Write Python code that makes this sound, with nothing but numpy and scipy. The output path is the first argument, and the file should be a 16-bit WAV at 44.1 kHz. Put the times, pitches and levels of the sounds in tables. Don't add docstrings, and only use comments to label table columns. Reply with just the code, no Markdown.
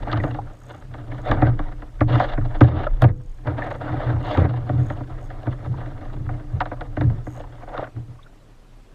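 import sys
import numpy as np
from scipy import signal
from scipy.fft import rfft, irfft, next_fast_len
from scipy.io import wavfile
from scipy.ndimage import uniform_filter1d, minimum_filter1d, map_coordinates

SR = 44100
rng = np.random.default_rng(int(sys.argv[2]) if len(sys.argv) > 2 else 0)


def int16_out(signal):
    q = np.round(np.clip(np.atleast_2d(signal).T, -1, 1) * 32767)
    wavfile.write(sys.argv[1], SR, q.astype(np.int16))


def invert_db(x):
    u = np.asarray(x, float) / 20
    return 10 ** u


N = 394254

# (low edge f/Hz, high edge f/Hz, filter order)
BOOM, KNOCK, SLAP, CRACK = (40, 190, 1), (200, 450, 1), (450, 2300, 4), (2600, 15000, 2)


def unit(x):
    return x / np.sqrt(np.mean(x ** 2) + 1e-20)


def curve(rows):
    return np.interp(np.arange(N) / SR, *np.transpose(rows))


def wobble(rate):
    knots = rng.standard_normal(int(N * rate / SR) + 4)
    return map_coordinates(knots, [np.arange(N) * rate / SR])


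def filtered(x, response):
    m = next_fast_len(N + SR // 2)
    return irfft(rfft(x, m) * response(np.fft.rfftfreq(m, 1 / SR)), m)[..., :N]


def ring(modes, f):
    total = 0
    for k, (centre, width, db) in enumerate(modes):
        resonance = 1j * f * width / (centre * centre - f * f + 1j * f * width)
        total = total + (-1) ** k * invert_db(db) * resonance
    return total


def patchy(depth_db):
    z = signal.stft(rng.standard_normal(N + 512), nperseg=256)[2]
    field = uniform_filter1d(uniform_filter1d(rng.standard_normal(z.shape), 2, 0), 8, 1)
    return unit(signal.istft(z * invert_db(depth_db * unit(field)), nperseg=256)[1][:N])


def laps(rate, spread_db, t60):
    starts = (rng.random(N) < rate / SR) * invert_db(spread_db * rng.uniform(-1.9, 1, N))
    decay = invert_db(-60 * np.arange(SR // 20) / SR / t60)
    return unit(np.convolve(starts, decay)[:N])


def hull(force, edges):
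    # f/Hz, width/Hz, relative gain/dB
    hull_modes = [(62.8, 9.2, -15), (83, 13.5, -6), (121.2, 7.6, 4.5), (222, 63, -7.5), (299.9, 16.9, 5),
                  (449.6, 170, -9), (479.4, 41, -4), (587.4, 57, -0.5), (738.7, 67.4, -1), (943, 137, -8.5),
                  (1210, 210, -7.5), (1563, 656, -11), (2054, 794, -15.5), (2790, 185, 4.5),
                  (3530, 450, 2.5), (4406, 1250, -11), (7170, 1200, -29)]
    lag_s = 0.005
    low, high, order = edges
    modes = [mode for mode in hull_modes if low < mode[0] < high]
    band = signal.butter(order, (low, high), "band", fs=SR, output="sos")
    force = signal.sosfilt(band, force)

    def response(f):
        dispersion = np.exp(-4j * np.pi * lag_s * (np.sqrt(300 * f) - .3 * f))
        return ring(modes, f) * dispersion

    return filtered(force, response)


def struck(force, pulse, edges):
    one_answer = hull(np.pad(pulse, (SR // 10, N))[:N], edges)
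    return hull(force, edges) / np.abs(one_answer).max()


def blows():
    # t/s, slap level before the band gains/dB, then knock and crack level against the slap/dB
    blow_rows = [(0.117, -28, -25, -15), (0.129, -16, -18, -22), (0.175, -25, -19, -23),
                 (0.237, -22, -10.5, -30), (0.345, -29, -16.5, -25), (0.94, -30.5, -21, -27),
                 (1.314, -13, -14, -23.5), (1.42, -12.5, -12, -39), (1.592, -22.5, -12.5, -28.5),
                 (1.821, -33, -14, -30), (2.008, -12.5, -11, -34), (2.199, -11.5, -21.5, -28.5),
                 (2.376, -24, -7, -50), (2.609, -9, -5, -28.5), (3.02, -12.5, -23, -22.5),
                 (3.04, -14, -13, -28), (3.472, -21.5, -18, -28.5), (4.374, -21, -3.5, -22),
                 (4.693, -25.5, -11, -30), (4.901, -26, -10.5, -27), (5.005, -32, -7, -37),
                 (5.469, -28.5, -4.5, -42), (6.29, -28, -22, -46), (6.605, -14, -31, -27),
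                 (6.615, -23, -22.5, -25), (6.657, -27.5, -28, -26), (6.715, -25.5, -14, -50),
                 (6.81, -25, -22, -25), (6.969, -25.5, -6.5, -27.5), (7.01, -21.5, -9.5, -25.5),
                 (7.268, -31.5, -8, -54), (7.629, -34.5, -18, -36), (7.675, -35.5, -22, -42),
                 (7.777, -25, -18, -22), (7.964, -42, -3, -42), (8.084, -61.5, 2, -27)]
    push_s, burst_t60 = 0.0024, 0.058
    t = np.arange(SR // 20) / SR
    push = np.sin(np.pi * np.clip(t / push_s, 0, 1))
    fade = invert_db(-60 * t / burst_t60)
    force = np.zeros((4, N + len(t)))
    for s, db, knock_db, crack_db in blow_rows:
        burst = fade * np.sign(rng.standard_normal((2, len(t))))
        parts = [push, push, unit(burst[0]), unit(burst[1] * fade)]
        gains = db + np.array([[1.02 * knock_db], [knock_db], [0], [crack_db]])
        force[:, round(s * SR):][:, :len(t)] += invert_db(gains) * parts
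    force = force[:, :N]
    rough = unit(fade * np.cos(t * t * 2e6))
    boom = invert_db(11.5) * struck(force[0], push, BOOM)
    knock = invert_db(13.5) * struck(force[1], push, KNOCK)
    slap = invert_db(15.0) * struck(force[2], rough, SLAP)
    crack = invert_db(19) * struck(force[3], rough, CRACK)
    return boom + knock + slap + crack


def swells(spans, rise, fall, base_db):
    t = np.arange(N) / SR
    power = invert_db(2 * base_db)
    for start, end, first_db, last_db in spans:
        end = max(start, end)
        corners = [start - 1, start, end, end + 1]
        db = np.interp(t, corners, [first_db - rise, first_db, last_db, last_db - fall])
        near = np.abs(t - np.clip(t, start, end)) < 1
        power = power + invert_db(2 * db) * near
    return 10 * np.log10(power)


def levels():
    # t/s, wash level/dB
    chop = [(0.42, -41), (0.58, -58), (1.0, -43), (1.6, -43.5), (1.95, -55.5), (2.45, -44.5), (2.95, -45),
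            (3.34, -60), (3.5, -43.5), (4.7, -36), (5.42, -48.5), (5.75, -42), (6.5, -47), (7.1, -45.5),
            (7.9, -55.5), (8.4, -66.5)]
    # start t/s, end t/s, start level/dB, end level/dB,
    # fizz level against the wash/dB
    strokes = [(0.083, 0.265, -29.5, -32.5, -22), (0.702, 0.754, -42.5, -45, -15.5),
               (1.275, 1.35, -21, -26.5, -19.5), (1.383, 1.496, -27.5, -25, -25.5),
               (2.107, 2.34, -19.5, -29.5, -16), (2.634, 2.86, -22.5, -24, -18.5),
               (3.034, 3.092, -26, -30.5, -23.5), (3.472, 3.504, -29, -35.5, -27),
               (3.587, 3.669, -24, -27, -24), (3.714, 3.752, -25, -32, -20),
               (3.815, 4.128, -29, -28.5, -21.5), (4.24, 4.348, -30.5, -23, -13.5),
               (4.386, 4.453, -16.5, -21.5, -24.5), (7.72, 7.845, -40, -30, -22)]
    # start t/s, end t/s (an end before the start makes a brief surge
    # that only swells and dies away), boom level/dB
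    surges = [(0.143, 0.26, -22), (1.304, 1.36, -19), (1.429, 1.49, -14), (2.021, 2.17, -18),
              (2.386, 2.42, -22.5), (2.635, 2.75, -10), (3.037, 3.095, -9), (3.473, 3.53, -22.5),
              (3.913, 3.967, -25), (4.067, 4.18, -22.5), (4.391, 4.46, -11), (4.703, 4.82, -17.5),
              (5.481, 5.482, -20.5), (5.681, 5.73, -21.5), (6.164, 6.32, -26.5), (6.547, 6.2, -18.5),
              (7.011, 7.09, -13.5), (7.972, 6.8, -25.5), (8.09, 8.094, -33.5)]
    chop_fizz_db, chop_boom_db = -20, 9
    stroke_rise, wash_fall, fizz_fall = 670, 430, 930
    surge_rise, surge_fall = 1100, 185
    chop_db = curve(chop)
    washes = [row[:4] for row in strokes]
    fizzes = [(start, end, first + rel, last + rel) for start, end, first, last, rel in strokes]
    pushes = [(start, end, db, db) for start, end, db in surges]
    wash_db = swells(washes, stroke_rise, wash_fall, chop_db)
    fizz_db = swells(fizzes, stroke_rise, fizz_fall, chop_db + chop_fizz_db)
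    boom_db = swells(pushes, surge_rise, surge_fall, chop_db + chop_boom_db)
    return wash_db, fizz_db, boom_db


def drag():
    wash_db, fizz_db, boom_db = levels()
    uneven = np.clip(-wash_db / 20 - 1, .3, 1.5)
    small_laps = 2.5 + 1.08 * uneven * laps(rate=45, spread_db=11.5, t60=0.039)
    grain = invert_db(uneven * 2.5 * wobble(16) + 2.64 * wobble(70)) * small_laps
    wash = unit(hull(grain * patchy(depth_db=2.5), SLAP))
    drops = 1.5 + 0.45 * uneven * laps(rate=45, spread_db=11, t60=0.013)
    fizz = unit(hull(drops * grain * patchy(depth_db=2.5), CRACK))
    knock = unit(hull(np.sqrt(grain) * rng.standard_normal(N), KNOCK))
    boom = unit(hull(rng.standard_normal(N), BOOM))
    boom_power = np.abs(uniform_filter1d(boom ** 2, size=SR // 30))
    boom = unit(boom / (0.067 + boom_power) ** 0.14)
    knock_db = 0.47 * wash_db + 0.52 * boom_db - 6
    high = invert_db(wash_db) * wash + invert_db(fizz_db) * fizz
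    return high + invert_db(knock_db) * knock + invert_db(boom_db) * boom


def plops():
    # t/s, f/Hz, level at the envelope's peak/dB
    pockets = [(0.072, 630, -21.5), (0.096, 1610, -28), (0.2, 1900, -28), (0.268, 656, -24.5),
               (0.387, 818, -20), (2.867, 577, -13), (2.867, 1306, -18), (3.62, 1845, -22.5),
               (5.474, 617, -24.5), (5.74, 1010, -35), (7.75, 1390, -32), (7.792, 670, -20),
               (7.825, 660.6, -21), (8.19, 1144, -44), (8.228, 3630, -50), (8.262, 1415, -45)]
    peak_s = 0.0036
    s, hz, db = np.transpose(pockets)[..., None]
    k = np.arange(SR // 20)
    u = k / SR / peak_s
    steps = rng.standard_normal((len(s), len(k)))
    drift = uniform_filter1d(0.13 * np.cumsum(steps, axis=1), size=SR // 1000)
    envelope = invert_db(db) * u * np.exp(1 - u)
    rings = envelope * np.sin(2 * np.pi * hz * k / SR + drift)
    places = (s * SR).astype(int) + k
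    return np.bincount(places.ravel(), rings.ravel(), N)[:N]


def reel():
    # start t/s, nominal end t/s, nominal ticks a second/(1/s)
    runs = [(0.193, 0.331, 62), (0.522, 0.855, 51), (1.162, 1.332, 25), (2.169, 2.284, 53),
            (2.58, 2.727, 42), (3.113, 3.431, 30), (3.586, 3.839, 29), (4.216, 4.466, 48),
            (4.786, 4.97, 64), (5.207, 5.29, 67), (7.234, 7.451, 85), ]
    # f/Hz, width/Hz, gain/dB
    pawl_modes = [(6670, 210, 3), (8060, 110, -1), (11500, 2400, -18.5)]
    ticks = np.zeros((len(pawl_modes), N))
    for start, end, rate in runs:
        count = max(1, round((end - start) * rate))
        u = (np.arange(count) + .5) / count
        chance = rng.standard_normal((count, 4))
        progress = 0.67 * u + 0.21 * np.arccos(1 - 2 * u) / np.pi
        s = start + (end - start) * progress + 0.13 * chance[:, 3] / rate
        tick_db = 0.053 * rate - 27.5 - 5.4 * (2 * u - 1) ** 2 + 1.8 * chance[:, :3].T
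        ticks[:, (s * SR).astype(int)] = invert_db(tick_db)
    return sum(filtered(x, lambda f: ring([mode], f)) for x, mode in zip(ticks, pawl_modes))


def paddle():
    # f/Hz, level/dB, t60/s
    shaft_modes = [(497, -27.5, 0.53)]
    click_s, click_db, click_t60 = 3.02, -38, 0.026
    t = np.arange(N) / SR - click_s
    on = t >= 0
    click = invert_db(click_db - 60 * on * t / click_t60) * rng.standard_normal(N)
    shaft = sum(invert_db(db - 60 * on * t / t60) * np.sin(2 * np.pi * hz * t) for hz, db, t60 in shaft_modes)
    return on * (click + shaft)


def heave():
    # t/s, rms level/dB
    heave_levels = [(0.0, -24.5), (0.74, -47), (1.48, -19), (1.7, -30.5), (3.0, -19.5), (3.46, -36.5),
                    (7.28, -33), (8.18, -46)]
    throb = filtered(rng.standard_normal(N), lambda f: ring([(25.6, 13.6, 0)], f) ** 2)
    return invert_db(curve(heave_levels)) * unit(throb)


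def sea():
    # f/Hz, relative level per Hz/dB
    spectrum = [(35, -44), (60, -10.5), (117, -0.5), (257, -3), (8030, -30.5), (15000, -41.5)]
    sea_db = -55
    hz, db = np.transpose(spectrum)
    hiss = filtered(patchy(depth_db=2.0), lambda f: invert_db(np.interp(np.log(f + 1), np.log(hz), db)))
    return invert_db(sea_db) * unit(hiss)


def scene():
    return (blows() + drag() + plops() + reel() + paddle() + heave() + sea())[None]


def roll_off(x):
    return signal.sosfilt(signal.butter(12, 15140, fs=SR, output="sos"), x)


def record(dry):
    top_hz, duck_s = 15140, .12
    over_db = np.maximum(20 * np.log10(np.abs(dry[0]) + 1e-9) + 6, 0)
    held_db = -minimum_filter1d(-over_db, size=SR // 20, origin=SR // 41)
    keep = np.exp(-1 / (duck_s * SR))
    duck_db = signal.lfilter([1 - keep], [1, -keep], 2 * held_db)
    ducked = filtered(dry * invert_db(-duck_db), lambda f: f < top_hz)
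    rounded = ducked / (1 + ducked ** 4) ** (1 / 4)
    return roll_off(rounded)


dry = scene()
out = record(dry)
int16_out(out)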